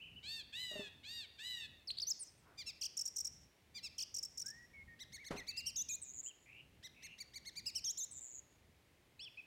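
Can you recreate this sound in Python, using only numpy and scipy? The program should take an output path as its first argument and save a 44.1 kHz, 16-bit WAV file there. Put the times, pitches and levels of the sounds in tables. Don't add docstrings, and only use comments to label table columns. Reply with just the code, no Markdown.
import sys
import numpy as np
from scipy import signal
from scipy.fft import rfft, irfft
from scipy.io import wavfile
from scipy.ndimage import uniform_filter1d

SR = 44100
rng = np.random.default_rng(int(sys.argv[2]) if len(sys.argv) > 2 else 0)


def to_wav(sig):
    pcm = np.clip(np.atleast_2d(sig), -1, 1) * 32767
    pcm = np.round(pcm).astype(np.int16)
    wavfile.write(sys.argv[1], SR, pcm.T)


N = 417186
T = np.arange(N) / SR

# (start [s], level [dB])
MOTIFS = [(2.572, -1), (3.741, -2)]


def whines(push=3.6, brighten_db=6, flicker_db=2.2, onset_jitter=0.035, lock_s=0.06, coupling=0.2):
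    # (start [s], crest [s], end [s], crest pitch [Hz], end pitch [Hz], bend of the fall [exponent],
    #  throat tuning [ratio], level [dB], second voice [dB])
    notes = [(.222, .34, .43, 915, 760, 2.6, 1.1, -48, -15), (.518, .62, .895, 1014, 815, 1.2, 1, -46, -10),
             (1.028, 1.145, 1.268, 944, 660, 2.7, 1.1, -48.5, -17),
             (1.378, 1.485, 1.675, 1002, 830, 1.6, 1, -46.5, -7)]
    # (frequency [Hz], gain [dB])
    throat = [(1000, -36), (1850, -11.5), (2600, -7), (3100, -5), (4150, -3.5), (5050, -18.5),
              (6200, -21.5), (7900, -17), (10300, -37.5), (12300, -22.5), (15000, -48)]
    out = np.zeros(N)
    for start, crest, end, top_hz, last_hz, bend, tuning, db, second_db in notes:
        t, hz = arch(start, crest, end, 0.76 * top_hz, top_hz, last_hz, bend)
        effort = hz / top_hz
        stretch = tuning * effort ** 0.55
        partials_db = []
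        for k in range(1, 15):
            throat_db = 20 * np.log10(spectrum_gain(k * hz / (stretch if k < 6 else 1), throat))
            tilt_db = brighten_db * max(k - 4, 0) * (effort - 1)
            partials_db.append(throat_db + tilt_db + flicker_db * wander(len(t), 45))
        voice = syrinx(hz, partials_db, jitter=0.004 + onset_jitter * np.exp(-(t - start) / lock_s))
        second = syrinx(3880 * tuning * np.sqrt(effort), [second_db])
        voice += second * (1 + 2 * coupling * np.sin(phase_of(hz)))
        roughness = 1 + 0.15 * wander(len(t), 500)
        add(out, start, voice * roughness * undb(db) * effort ** push * gate(t, 0.018))
    return out


def chirps(push=3.03, length_s=0.056, easy_hz=2320, easy_db=-59.5, db_per_octave=10):
    # (crest [s], nominal crest pitch [Hz], upper voice boost [dB], catch depth [0-1])
    notes = [(5.019, 1962, 10, 0.02), (5.15, 2230, -2, 0.08), (5.27, 2203, 3.5, 0.57),
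             (5.387, 2113, 5.5, 0.1), (5.495, 2325, 18.5, 0), (5.581, 2524, 17.5, 0),
             (5.671, 2830, 18.5, 0.03), (6.856, 1950, 8.5, 0), (7.052, 2190, -7, 0.1),
             (7.209, 2320, 10.5, 0.96), (7.364, 2300, 9.5, 0.8), (7.478, 2200, 8, 0.07),
             (7.58, 2358, 13.5, 0.1), (7.67, 2572, 19.5, 0), (7.761, 2770, 19.5, 0)]
    duet_db = [2, 0, 0.5, 4.5, -8, -7.5, -16.5, -10.5]
    out = np.zeros(N)
    for crest, top_hz, boost_db, catch in notes:
        force = np.interp(top_hz, [2300, 2590], [0, 1])
        slack = np.interp(top_hz, [1970, 2150], [0.07, 0])
        db = easy_db + db_per_octave * np.log2(top_hz / easy_hz)
        rise_s = np.interp(force, [0, 1], [0.032, 0.016])
        start = crest - rise_s
        t, hz = arch(start, crest, start + length_s, 0.5 * top_hz, top_hz, 0.72 * top_hz, 1.8)
        effort = hz / top_hz
        choke = catch * np.exp(-((t - crest + 0.0103) / 0.0041) ** 2)
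        valve = gate(t, 0.0048) * (1 - choke)
        hz = hz * (1 - 0.087 * choke)
        rising = np.maximum((crest - t) / rise_s, 0) ** 2
        low_hz = hz * (1 + slack + 0.11 * force + 0.3 * rising)
        high_hz = 2 * hz * (1 + 0.025 * force * wander(len(t), 416))
        partials_db = list(duet_db)
        partials_db[1] += boost_db * effort ** 5
        voice = duet(low_hz, high_hz, partials_db, jitter=0.008 + 0.022 * rising)
        add(out, start, voice * undb(db) * effort ** push * valve)
    return out


def slurs(low_ratio=0.578, leap_s=0.0174):
    # (start [s], end [s], crest [Hz], trough [Hz], end pitch [Hz], level [dB], lower re upper voice [dB])
    notes = [(5.755, 5.83, 6720, 5970, 7000, -40, -18), (5.883, 5.962, 7160, 6420, 7600, -43, -15.5),
             (7.838, 7.919, 6540, 5510, 7430, -40, -18.5), (7.97, 8.053, 7240, 6240, 7430, -43, -15.5)]
    out = np.zeros(N)
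    for start, end, crest_hz, trough_hz, last_hz, db, low_db in notes:
        t, base_hz = arch(start, start + 0.67 * (end - start), end, trough_hz, trough_hz, last_hz, 1)
        lift = np.sin(np.pi / 2 * np.interp(t, [start, start + leap_s, (start + end) / 2], [0, 1, 2]))
        leap_hz = crest_hz * (0.6 + 0.4 * lift)
        sag_hz = base_hz + (crest_hz - trough_hz) * lift ** 2
        hz = np.where(t < start + leap_s, leap_hz, sag_hz)
        voice = duet(hz * low_ratio, hz, [low_db, 0, low_db, low_db - 3, -25, low_db - 13])
        add(out, start, voice * undb(db - lift) * gate(t, 0.0088))
    return out


def chips(top_hz=5680, length_s=0.015, lag_s=0.0034, period_s=0.02, answer_s=0.085, step_db=-3.5):
    # (start [s], level [dB], chips in the answer [count])
    trills = [(2.968, -39, 2), (3.16, -39.5, 2), (4.141, -41.5, 2), (4.373, -43.5, 3)]
    out = np.zeros(N)
    for first, trill_db, answers in trills:
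        call = [(k * period_s, 0) for k in range(3)]
        answer = [(answer_s + k * period_s, k * step_db) for k in range(answers)]
        for offset_s, drop_db in call + answer:
            start, db = first + offset_s, trill_db + drop_db
            crest_hz = top_hz * (1 + 0.018 * rng.standard_normal())
            t, hz = arch(start, start + length_s / 2, start + length_s,
                         0.83 * crest_hz, crest_hz, 0.78 * crest_hz, 3.1)
            add(out, start + lag_s, undb(db) * syrinx(hz, [0, -20]) * gate(t, 0.0049))
            t, flick_hz, gain = gesture([(start, crest_hz, -4), (start + 0.0051, 1.28 * crest_hz, -4),
                                         (start + 0.012, 1.783 * crest_hz, -12)])
            add(out, start, undb(db) * gain * syrinx(flick_hz, [0, -24]))
    return out


def twitters(swell=0.37):
    # (start [s], end [s], first pitch [Hz], last pitch [Hz], bend [exponent], level [dB])
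    slides = [(1.873, 1.91, 5600, 4050, 2.8, -44.5), (1.903, 1.918, 2270, 4450, 3.9, -40),
              (1.969, 1.984, 3500, 4600, 2.2, -49), (1.984, 1.99, 3150, 4600, 4, -38.5),
              (1.998, 2.01, 3140, 5340, 1.84, -42), (2.017, 2.042, 6220, 4400, 3.4, -39),
              (2.068, 2.1, 5750, 8450, 0.22, -40), (2.1, 2.125, 8200, 5010, 2.3, -35.5),
              (2.193, 2.241, 9600, 7030, 0.55, -46.5)]
    out = np.zeros(N)
    for start, end, first_hz, last_hz, bend, db in slides:
        t, hz = glide(start, end, first_hz, last_hz, bend)
        envelope = abs(np.sin(np.linspace(0, np.pi, len(t)))) ** swell
        add(out, start, undb(db) * envelope * syrinx(hz, [0, -20, -34], jitter=0.0078))
    return out


def rasps(push=2.2):
    # (start [s], crest [s], end [s], crest pitch [Hz], level [dB])
    notes = [(-.002, 0.02, 0.07, 1200, -52), (0.082, 0.106, .15, 1353, -49)]
    harmonics_db = [-29.5, -4, -5, 4, -7, -9, -18]
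    out = np.zeros(N)
    for motif_s, motif_db in MOTIFS:
        for start, crest, end, top_hz, db in notes:
            t, hz = arch(start, crest, end, 0.98 * top_hz, top_hz, 0.65 * top_hz, 1.8)
            envelope = undb(db + motif_db) * (hz / top_hz) ** push * gate(t, 0.027)
            add(out, motif_s + start, envelope * syrinx(hz, harmonics_db))
    return out


def warbles(after_s=0.238, period_s=0.0193, db=-40):
    duet_db = [-14, -1, -10.5, -15, -23, -28]
    out = np.zeros(N)
    for motif_s, motif_db in MOTIFS:
        for k in range(3):
            start = motif_s + after_s + k * period_s
            knee_hz = 2810 + k * 130
            t, hz = arch(start, start + 0.0044, start + 0.024, 2.2 * knee_hz, knee_hz, 0.68 * knee_hz, 1.47)
            voice = duet(1.13 * hz, 2 * hz, duet_db, jitter=0.0225)
            add(out, start, undb(db + motif_db) * gate(t, 0.0071) * voice)
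    return out


def buzzes(rate_hz=128, swing_hz=480, sag_db_per_s=-18, flutter_db=3.5):
    # (start [s], end [s], first pitch [Hz], settled pitch [Hz], level [dB])
    notes = [(6.013, 6.131, 8730, 7010, -50), (6.131, 6.216, 7500, 7200, -49.5),
             (6.226, 6.301, 7700, 7520, -49.5), (8.108, 8.203, 9140, 7580, -50),
             (8.204, 8.406, 7780, 7260, -49.5)]
    out = np.zeros(N)
    for start, end, first_hz, last_hz, db in notes:
        t, hz = glide(start, end, first_hz, last_hz, bend=4.2)
        swing = np.sin(phase_of(rate_hz * (1 + 0.058 * wander(len(t), 37))))
        throb = undb(-7.5 * (swing + 0.5))
        gain = undb(db + sag_db_per_s * (t - start) + flutter_db * wander(len(t), 53)) * gate(t, 0.011)
        carrier_hz = hz * (1 + 0.0196 * wander(len(t), 54.6))
        add(out, start, gain * throb * syrinx(carrier_hz + swing_hz * swing, [0, -30]))
    return out


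def whistles(swell_share=0.09):
    # (start [s], end [s], first pitch [Hz], held pitch [Hz], level [dB])
    notes = [(4.433, 4.666, 1430, 1928, -62), (4.729, 4.841, 2270, 2165, -58),
             (4.871, 4.953, 1894, 1850, -60), (5.357, 5.434, 3200, 1918, -53.5),
             (5.481, 5.704, 2482, 2806, -56.5), (5.886, 5.925, 2490, 2460, -52)]
    out = np.zeros(N)
    for start, end, first_hz, last_hz, db in notes:
        t, hz = glide(start, end, first_hz, last_hz, bend=2.6)
        swell = 1 - np.exp(-np.linspace(0, 1, len(t)) / swell_share)
        add(out, start, undb(db) * swell * gate(t, 0.014) * syrinx(hz, [0], jitter=0.015))
    return out


def hoots(dip_per_s=3.4, upper_ratio=1.605, upper_share=0.67, sum_db=-17, jitter=0.013):
    # (start [s], end [s], crest pitch [Hz], level [dB], upper re lower voice [dB])
    notes = [(0.158, 0.197, 3010, -55, -36), (5.174, 5.255, 2267, -59, -30), (6.257, 6.32, 3236, -61, -28),
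             (9.191, 9.288, 3470, -54.5, -1), (9.371, 9.409, 2610, -51, -31)]
    out = np.zeros(N)
    for start, end, top_hz, db, upper_db in notes:
        foot_hz = top_hz * (1 - dip_per_s * (end - start))
        for ratio, share, voice_db in (1, 1, db), (upper_ratio, upper_share, db + upper_db):
            stop = start + share * (end - start)
            t, hz = arch(start, (start + end) / 2, stop, foot_hz, top_hz, foot_hz, 1.9)
            voice = syrinx(ratio * hz, [0], jitter)
            sum_tone = (ratio > 1) * syrinx((ratio + 1) * hz, [sum_db], jitter)
            add(out, start, undb(voice_db) * gate(t, 0.0055) * (voice + sum_tone))
    return out


def syrinx(hz, partials_db, jitter=0.016):
    phase = phase_of(hz * (1 + jitter * wander(len(hz), 900)))
    return np.sqrt(2) * sum(undb(db) * np.sin(k * phase + k * k) * (k * hz < SR / 2)
                            for k, db in enumerate(partials_db, 1))


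def duet(low_hz, high_hz, partials_db, jitter=0.015):
    shake = 1 + jitter * wander(len(low_hz), 900)
    low, high = phase_of(low_hz * shake), phase_of(high_hz * shake)
    phases = low, high, 2 * low, low + high, 2 * high, 2 * low + high, low + 2 * high, 2 * (low + high)
    return np.sqrt(2) * sum(undb(db) * np.sin(phase) for phase, db in zip(phases, partials_db))


def hoarse(voice, db):
    # (frequency [Hz], gain [dB])
    air_spectrum = [(2000, -18.5), (5500, -2.5), (13000, -4)]
    hiss = colour(abs(voice) * rng.standard_normal(N), air_spectrum)
    return voice + undb(db) * np.std(voice) * unit_rms(hiss)


def beak(voice):
    # (frequency [Hz], gain [dB])
    resonances = [(9000, 0.5), (10400, -14.5), (11900, 2.5), (15000, 1)]
    return colour(voice, resonances)


def yard(song, t60=0.62, wet_db=-17, smear_s=0.007):
    # (delay [s], level [dB])
    echoes = [(0.071, -30.5), (0.165, -26)]
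    t = T[:SR]
    response = undb(wet_db) * unit_rms(rng.standard_normal(SR) * undb(-60 * t / t60) * (t > 0.008))
    for delay, db in echoes:
        response += undb(db) * unit_rms(rng.standard_normal(SR) * np.exp(-abs(t - delay) / smear_s))
    wet = signal.fftconvolve(song, response / np.sqrt(SR))[:N]
    return colour(wet, [(3500, 6.5), (5500, 2.5), (7500, -3), (12000, -3.5)])


def purrs(swing_hz=330, rise_share=0.66, throb_db=4):
    # (start [s], end [s], first pitch [Hz], last pitch [Hz], first level [dB], last level [dB], rate [Hz])
    notes = [(0, 0.152, 2778, 2673, -56.5, -77, 25.5), (6.458, 6.612, 2190, 2710, -67.5, -60.5, 114),
             (6.943, 7.143, 2370, 2616, -74, -61, 105)]
    out = np.zeros(N)
    for start, end, first_hz, last_hz, first_db, last_db, rate_hz in notes:
        t, hz, gain = gesture([(start, first_hz, first_db), (end, last_hz, last_db)])
        swing = signal.sawtooth(phase_of(rate_hz * (1 + 0.076 * wander(len(t), 32))), rise_share)
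        add(out, start, gain * undb(throb_db * swing) * syrinx(hz + swing_hz * swing, [0]))
    return out


def bumps(attack_s=0.005, spread_octaves=0.78):
    # (time [s], level [dB], 30 dB decay of the scuff [s], ring [dB], most excited frequency [Hz])
    contacts = [(0.715, -61.5, 0.27, 17.5, 620), (0.758, -57.5, 0.11, 22.5, 600),
                (0.796, -58.5, 0.21, 24, 384), (5.309, -38.5, 0.11, -0.5, 394), (5.353, -53, 0.19, 12, 300)]
    # (frequency [Hz], gain [dB])
    scuff_spectrum = [(50, -0.5), (500, -1), (1000, -5.5), (12000, -35), (20000, -100)]
    # (frequency [Hz], 60 dB decay [s], level [dB])
    body_modes = [(215, 0.029, 13), (405.8, 0.19, -8.5), (611, 0.1, -3)]
    out, t = np.zeros(N), T[:SR // 2]
    onset = 1 - np.exp(-(t / attack_s) ** 2)
    for start, db, decay_s, ring_db, contact_hz in contacts:
        body = np.zeros(len(t))
        for hz, t60, mode_db in body_modes:
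            excitation = 1 / (1 + (np.log2(hz / contact_hz) / spread_octaves) ** 2)
            body += excitation * undb(mode_db - 60 * t / t60) * np.sin(2 * np.pi * hz * t)
        scuff = noise(len(t), scuff_spectrum) * undb(-30 * t / decay_s)
        add(out, start - attack_s, undb(db) * (scuff + undb(ring_db) * body) * onset)
    return out


def scrape(width_s=0.068):
    # (peak time [s], level [dB])
    rubs = [(2.507, -68)]
    envelope = sum(undb(db) * np.exp(-((T - peak_s) / width_s) ** 2) for peak_s, db in rubs)
    return envelope * noise(N, [(200, -1), (1500, 6), (5000, -47)])


def town(db=-69, flicker_db=2):
    # (frequency [Hz], gain [dB])
    town_spectrum = [(18, -56), (35, -8), (70, 5), (190, -3), (1400, -19), (2120, -14.5), (5580, -25),
                     (15500, -31)]
    # (time [s], level [dB])
    rumble_levels = [(0.0, -61), (3.79, -63.5), (5.87, -60.5), (8.2, -63.5)]
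    air = undb(db) * noise(N, town_spectrum)
    low = colour(air, [(250, 5), (700, -75)])
    swell_db = np.interp(T, *np.transpose(rumble_levels))
    swell = undb(swell_db - np.median(swell_db) + flicker_db * wander(N, 7.6))
    return air + low * (swell - 1)


def arch(start, crest, end, first_hz, crest_hz, last_hz, bend):
    t = np.arange(start, end, 1 / SR)
    before = np.clip((crest - t) / (crest - start), 0, 1)
    after = np.clip((t - crest) / (end - crest), 0, 1)
    return t, crest_hz + (first_hz - crest_hz) * before ** 2 + (last_hz - crest_hz) * after ** bend


def glide(start, end, first_hz, last_hz, bend):
    t = np.arange(start, end, 1 / SR)
    return t, last_hz + (first_hz - last_hz) * np.linspace(1, 0, len(t)) ** bend


def gesture(rows):
    times, hz, db = np.transpose(rows)
    t = np.arange(times.min(), times.max(), 1 / SR)
    hz, gain = (uniform_filter1d(np.interp(t, times, curve), size=110) for curve in (hz, undb(db)))
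    return t, hz, gain * gate(t, 0.0023)


def gate(t, fade_s):
    return np.sin(np.pi / 2 * np.clip(np.minimum(t - t[0], t[-1] - t) / fade_s, 0, 1)) ** 2


def phase_of(hz):
    return 2 * np.pi * np.cumsum(hz) / SR


def wander(n, rate_hz):
    knots = rng.standard_normal(int(n * rate_hz / SR) + 2)
    return np.interp(np.arange(n) * rate_hz / SR, np.arange(len(knots)), knots)


def noise(n, points):
    return unit_rms(colour(rng.standard_normal(n), points))


def colour(x, points):
    return irfft(rfft(x) * spectrum_gain(np.linspace(0, SR / 2, len(x) // 2 + 1), points), len(x))


def spectrum_gain(hz, points):
    knots_hz, db = np.transpose(points)
    return undb(np.interp(np.log(hz + 1), np.log(knots_hz), db))


def add(out, start, x):
    i = int(start * SR)
    x = x[max(-i, 0):N - i]
    out[max(i, 0):max(i, 0) + len(x)] += x


def undb(db):
    return 10 ** (np.asarray(db) / 20)


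def unit_rms(x):
    return x / np.sqrt(np.mean(x ** 2))


def scene():
    nasal = hoarse(whines(), db=-30) + hoarse(rasps() + chirps(), db=-20)
    sharp = hoarse(chips() + warbles(), db=-18.5) + twitters() + slurs()
    song = nasal + beak(sharp) + buzzes() + whistles() + hoots()
    far = purrs()
    blur = yard(far, t60=0.2, wet_db=-8)
    return (song + yard(song) + far + blur + bumps() + scrape() + town())[None]


def record(dry):
    return signal.sosfilt(signal.ellip(10, 0.1, 70, 15850, fs=SR, output="sos"), dry)


dry = scene()
out = record(dry)
to_wav(out)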